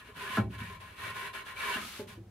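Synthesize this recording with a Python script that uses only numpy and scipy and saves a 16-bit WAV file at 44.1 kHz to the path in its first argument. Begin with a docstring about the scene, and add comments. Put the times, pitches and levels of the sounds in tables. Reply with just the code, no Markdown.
"""A wooden peel (a baker's paddle) is shuffled over the stone floor of a domed oven, then drawn out.
Grit under its blade rasps in short strokes and makes the dome ring; the edge catches and chirps.
The blade drops once with a clack and a thump, shudders as it is dragged and gives soft, hollow knocks.
The timber shelter around the oven adds a short echo, over quiet outdoor air."""
import sys
import numpy as np
from scipy import signal
from scipy.fft import rfft, irfft
from scipy.io import wavfile
from scipy.ndimage import uniform_filter1d

SR = 44100
rng = np.random.default_rng(int(sys.argv[2]) if len(sys.argv) > 2 else 0)


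def log_audio(samples):
    """Write samples as a 16-bit WAV file to the path given in sys.argv[1]."""
    # one column per channel
    frames = np.atleast_2d(samples).T
    # limit to full scale, then quantise
    limited = np.clip(frames, -1, 1)
    pcm = np.round(limited * 32767).astype(np.int16)
    wavfile.write(sys.argv[1], SR, pcm)


N = 101429
T = np.arange(N) / SR
HZ = np.fft.rfftfreq(N, 1 / SR)


# How far the blade is out of the dome. Each row: time in seconds, share from 0 (in) to 1 (out).
BLADE_OUT = [(1.62, 0.06), (1.79, 0.26), (1.86, 0.98), (1.99, 0.83), (2.1, 0.5)]
# The rasp's tone inside the dome and on the oven's lip. Each row: frequency in Hz, level in dB.
RASP_INSIDE = [(60, -33), (205, -10), (310, -27), (520, -11), (830, -12), (1150, -11), (1600, -2.5),
               (2100, -9), (2700, -4.5), (3700, -10), (5400, -20.5), (8000, -22.5), (11000, -18),
               (15000, -31)]
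RASP_ON_LIP = [(100, -29), (900, -9), (1500, -3), (2700, -4), (4400, -6.5), (5800, -10), (8000, -14),
               (11500, -13), (15500, -22)]

def scrape():
    """Grit and wood fibre rasp under the chattering blade, ringing the dome less as the blade leaves."""
    grains_per_s, ripple_db, ripple_step_hz = 5000, 2, 45.16
    grit = (rng.random(N) < grains_per_s / SR) * amp(np.minimum(rng.exponential(1, N), 5))
    friction = rng.standard_normal((2, N)) + amp(-2) * unit(grit * rng.choice([-1, 1], (2, N)))
    friction *= amp(0.76 * wander(rate_hz=90))  # chatter
    # Small random peaks in the tone stand for the dome's many high notes.
    steps = np.arange(0, SR / 2, ripple_step_hz)
    peaks = np.interp(HZ, steps, rng.standard_normal(len(HZ))[:len(steps)])
    ripple = amp(ripple_db * np.minimum(HZ / 3500, 1) * peaks)
    share_out = np.clip(curve(BLADE_OUT), 0, 1)
    rub = rubbing()
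    inside = amp(-3.5) * (1 - share_out) * spread(friction, ripple * amp(read(RASP_INSIDE, HZ)))
    on_lip = amp(-4) * share_out * spread(friction, ripple * amp(read(RASP_ON_LIP, HZ)))
    return (inside + on_lip) * rub + dome((1 - share_out) * rub)


# Pushes and pulls of the blade. Each row: start in seconds, length in seconds, level in dB,
# swell time in seconds, change of level over the stroke in dB.
BLADE_STROKES = [(-.03, 0.02, -54, .01, 6.5), (0.033, 0.069, -54, 0.032, -2),
                 (0.134, 0.14, -43.5, 0.094, 1), (0.253, 0.12, -42, 0.09, 4),
                 (0.492, 0.061, -48.5, 0.066, -1.5), (0.576, 0.18, -46, 0.017, -6),
                 (0.796, 0.15, -50, 0.019, -7.5), (0.948, 0.16, -40.5, 0.14, -2),
                 (1.133, 0.14, -42, 0.04, -1), (1.328, 0.082, -39, 0.025, -9),
                 (1.442, 0.077, -44.5, 0.041, -3), (1.542, 0.21, -40, 0.086, 4),
                 (1.734, 0.27, -41, 0.042, -4), (2.067, 0.07, -47.5, 0.028, -5.5)]

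def rubbing():
    """The strength of the rub: each stroke swells, lasts while the blade moves, then dies quickly."""
    fade_db_per_s = 319
    power = np.zeros(N)
    for start, length, db, swell_s, change_db in BLADE_STROKES:
        t = T - start
        swell = np.sin(np.pi / 2 * np.clip(t / swell_s, 0, 1))
        level_db = db + change_db * np.clip(t / length, 0, 1) - fade_db_per_s * np.maximum(t - length, 0)
        power += (swell * amp(level_db)) ** 2
    return np.sqrt(power)


# The notes the dome rings at. Each row: pitch in Hz, relative level in dB.
DOME_NOTES = [(400, -1), (640, -8), (998, 6), (1046, 10.5), (1124, 1), (1194, -1), (1345, 0), (1466, 7),
              (1522, 4), (1703, 7), (1868, 5), (1962, 2), (2222, 3.5), (2295, 7), (2453, 0), (2635, 1),
              (2800, 1), (3030, -3), (4040, -5)]

def dome(force):
    """Rubbing rings the oven's hollow; as the contact point moves, now one note stands out, now another."""
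    width_hz, flicker_db = 26, 3.5
    notes = sum(amp(db) / (1 + 1j * (HZ - hz) / width_hz) ** 2 for hz, db in DOME_NOTES)
    spectra = signal.stft(rng.standard_normal((2, N)), nperseg=512)[2]
    # Random loud and soft patches, smoothed over time and then over pitch.
    patches = uniform_filter1d(rng.standard_normal(spectra.shape[1:]), size=7, axis=1)
    patches = unit(uniform_filter1d(patches, size=2, axis=0))
    noise = signal.istft(spectra * amp(flicker_db * np.clip(patches, -2, 2)))[1][:, :N]
    return np.sqrt(np.mean(force ** 2)) * spread(force * noise, notes)


# Chirps of the edge. Each row: start in seconds, length in seconds, level in dB, pitch in Hz.
CHIRPS = [(0.2, 0.039, -40, 1017), (.3, 0.047, -39.5, 1033), (1.56, 0.026, -44, 2295),
          (1.596, .028, -44, 2295), (1.63, 0.011, -34, 1050), (1.686, 0.023, -32.5, 1055),
          (1.712, 0.051, -41, 1515), (1.721, 0.032, -36.5, 3060), (1.722, 0.055, -42, 2760),
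          (1.82, 0.022, -40.5, 1257)]

def catches():
    """The edge sticks and slips, giving brief chirps that waver in pitch."""
    out = np.zeros(N)
    for start, length, db, hz in CHIRPS:
        t = np.arange(0, length, 1 / SR)
        cycles = np.cumsum(hz * (1 + 0.015 * wander(rate_hz=73)[:len(t)])) / SR
        add(out, start, amp(db) * np.sin(np.pi * t / length) * np.sin(2 * np.pi * cycles))
    return shelter(out, wet_db=-5)


# The edge hitting the stone. Each row: start in seconds, relative level in dB.
EDGE_HITS = [(.371, -20.5), (.38, -21), (1.767, -32), (1.796, -40)]
# The notes of the clacking edge and of the whole peel bending.
# Each row: pitch in Hz, relative level in dB, seconds to fade by 60 dB.
CLACK_NOTES = [(275, -4, .07), (400, -6, .1), (570, -11, .06), (650, -3, .07), (800, -9, .075),
               (1040, -3, .085), (1338, 3, .05), (1460, -3, .05), (1610, -5, .05), (1715, -2, .05),
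               (2340, -11, .05)]
THUMP_NOTES = [(72.46, -24.5, 0.86), (95.2, -17.5, 0.47), (114.3, -5, 0.35), (177, -11.5, 0.28),
               (208.7, -2.5, 0.17), (286.8, -8, 0.094), (371, -17.5, 0.267)]

def drops():
    """The edge clacks down on the stone; once, the peel's weight follows with a thump."""
    thump_s, thump_db = 0.378, -15.5
    edge, body = np.zeros(N), np.zeros(N)
    for start, db in EDGE_HITS:
        add(edge, start, amp(db - 9.5) * ring(CLACK_NOTES, rise_cycles=0.24, bright_hz=3000))
        add(edge, start, amp(db - 14.5) * crunch(fade_s=0.075, top_hz=2060))
    add(body, thump_s, amp(thump_db) * ring(THUMP_NOTES, rise_cycles=1.9, bright_hz=700))
    add(body, thump_s, amp(thump_db - 18) * crunch(fade_s=0.17, top_hz=700))
    return shelter(edge, wet_db=-7) + shelter(body, wet_db=-15)


# The shaking of the peel. Each row: time in seconds, level in dB, pitch of the low note in Hz.
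PEEL_SHUDDER = [(0, -68.5, 111.3), (.4, -55.5, 113.6), (.5, -41, 110.7), (.55, -52, 95.3),
                (.61, -42, 110.2), (.67, -48, 100), (.72, -50, 92.6), (.95, -60, 93.25), (1.08, -51, 111.8),
                (1.3, -72, 109.9), (1.95, -67.5, 112.7), (2.02, -53.5, 105)]

def shudder():
    """Dragging shakes the peel at a low note and its overtone, near the thump's two strongest notes."""
    overtone_ratio, overtone_db = 1.9, -7
    phase = 2 * np.pi * np.cumsum(curve(PEEL_SHUDDER, column=2)) / SR
    low_wobble = 1 + 0.55 * (wander(rate_hz=32) + 1j * wander(rate_hz=42))  # in level and phase
    high_wobble = wander(rate_hz=26) + 1j * wander(rate_hz=46)
    low = (np.exp(1j * phase) * low_wobble).real
    high = (np.exp(1j * overtone_ratio * phase) * high_wobble).real
    return amp(curve(PEEL_SHUDDER)) * (unit(low) + amp(overtone_db) * unit(high))


# Bumps of the blade. Each row: start in seconds, relative level in dB, treble limit in Hz, pitch factor.
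BUMPS = [(.085, -49, 503, 1.06), (0.163, -42, 200, 0.74), (0.3, -36, 230, 0.97), (1.043, -45.5, 234, 0.82),
         (1.757, -28, 227, 0.99), (1.993, -33, 760, 1), (2.175, -42.5, 422, 0.87)]
# Their ring. Each row: pitch in Hz before that factor, relative level in dB, seconds to fade by 60 dB.
HOLLOW_NOTES = [(216, 0, 0.08), (384, 3, 0.13), (425, -3, 0.13), (555, -3, 0.06), (606, -7, 0.18),
                (862, -6, 0.14)]

def knocks():
    """The blade bumps the oven's floor and lip with a soft, hollow sound."""
    out = np.zeros(N)
    for start, db, bright_hz, pitch in BUMPS:
        notes = np.array(HOLLOW_NOTES) * [pitch, 1, 1]
        add(out, start, amp(db - 3.5) * ring(notes, rise_cycles=0.29, bright_hz=bright_hz))
        add(out, start, amp(db - 20) * crunch(fade_s=0.1, top_hz=bright_hz))
    return shelter(out, wet_db=-10)


def ring(notes, rise_cycles, bright_hz):
    """Struck wood: each note builds up quickly and dies away; a soft blow leaves out the high ones."""
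    t = np.arange(SR) / SR
    out = np.zeros(SR)
    for k, (hz, db, fade_s) in enumerate(notes):
        envelope = amp(db - 60 * t / fade_s) * (1 - np.exp(-t * hz / rise_cycles))
        muffling = np.sqrt(1 + (hz / bright_hz) ** 8)
        out += (-1) ** k * envelope * np.sin(2 * np.pi * hz * t) / muffling
    return out


def crunch(fade_s, top_hz):
    """A short puff of noise from crushed grit."""
    t = np.arange(SR // 4) / SR
    band = signal.butter(2, [top_hz / 4, top_hz], "band", fs=SR)
    return unit(signal.lfilter(*band, rng.standard_normal(len(t)))) * amp(-60 * t / fade_s)


# The length of the shelter's echo. Each row: frequency in Hz, seconds to fade by 60 dB.
ECHO_TIMES = [(100, 0.55), (2000, 0.055), (15000, 0.076)]

def shelter(x, wet_db):
    """Adds the short, blurred echo of the timber walls, at level wet_db."""
    echoes = spread(rng.standard_normal((2, N)), 1)[:, :SR // 2] * (T[:SR // 2] > 0.004)
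    hz, t, spectra = signal.stft(echoes, SR, nperseg=256)
    tail = signal.istft(spectra * amp(-60 * t / read(ECHO_TIMES, hz)[:, None]), SR, nperseg=256)[1]
    tail /= np.linalg.norm(tail[0])
    return x + amp(wet_db) * signal.fftconvolve(np.atleast_2d(x), tail, axes=1)[:, :N]


# The tone of the outdoor air. Each row: frequency in Hz, relative level in dB.
AIR_TONE = [(25, -9), (60, 5), (150, -7), (600, -13.5), (1500, -25), (15500, -39)]

def air():
    """A quiet, steady, low outdoor rush."""
    return amp(-58.5) * spread(rng.standard_normal((2, N)), amp(read(AIR_TONE, HZ)))


# How alike left and right are. Each row: frequency in Hz, likeness from 0 to 1.
LIKENESS = [(130, 0.99), (300, 0.9), (600, 0.52), (2000, .5), (5000, 0.05)]
# Which side is louder. Each row: frequency in Hz, left minus right in dB.
LEFT_RIGHT = [(1100, -0.57), (2500, 0.74), (9000, 0.62), (13000, -2.2)]

def spread(pair, tone):
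    """Turns two unrelated signals into stereo of standard level with this tone, alike in the bass."""
    a, b = rfft(pair)
    same = read(LIKENESS, HZ)
    mid, side = a * np.sqrt(1 + same), b * np.sqrt(1 - same)
    tilt = amp(read(LEFT_RIGHT, HZ) / 2)
    out = irfft(np.array([(mid + side) * tilt, (mid - side) / tilt]) * tone, N)
    return out / np.std(out.mean(0))


def amp(db):
    """Turns decibels into a gain."""
    return 10 ** (np.asarray(db) / 20)


def unit(x):
    """Scales a signal to an average (rms) level of 1."""
    return x / np.sqrt(np.mean(x ** 2) + 1e-20)


def read(points, hz):
    """Looks up a table by frequency, sliding between rows on a log scale."""
    row_hz, value = np.transpose(points)
    return np.interp(np.log(hz + 1), np.log(row_hz + 1), value)


def curve(rows, column=1):
    """Looks up a table by time, at every sample."""
    rows = np.array(rows)
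    return np.interp(T, rows[:, 0], rows[:, column])


def add(mix, start, sound):
    """Mixes a sound in at a start time in seconds."""
    part = mix[round(start * SR):][:len(sound)]
    part += sound[:len(part)]


def wander(rate_hz):
    """A smooth random wobble, up to about rate_hz fast."""
    return unit(irfft(rfft(rng.standard_normal(N)) / (1 + (HZ / rate_hz) ** 4), N))


def scene():
    """All the sounds of the peel, over the outdoor air."""
    return shelter(scrape(), wet_db=-12) + catches() + drops() + shudder() + knocks() + air()


def record(dry):
    """Trims away the deepest bass and the highest treble."""
    low_cut_hz, high_cut_hz = 50, 15750
    dry = signal.lfilter(*signal.butter(2, low_cut_hz, "high", fs=SR), dry)
    treble_cut = signal.firwin(511, high_cut_hz, window=("kaiser", 9), fs=SR)
    return signal.oaconvolve(dry, treble_cut[None], "same")


dry = scene()
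out = record(dry)
log_audio(out)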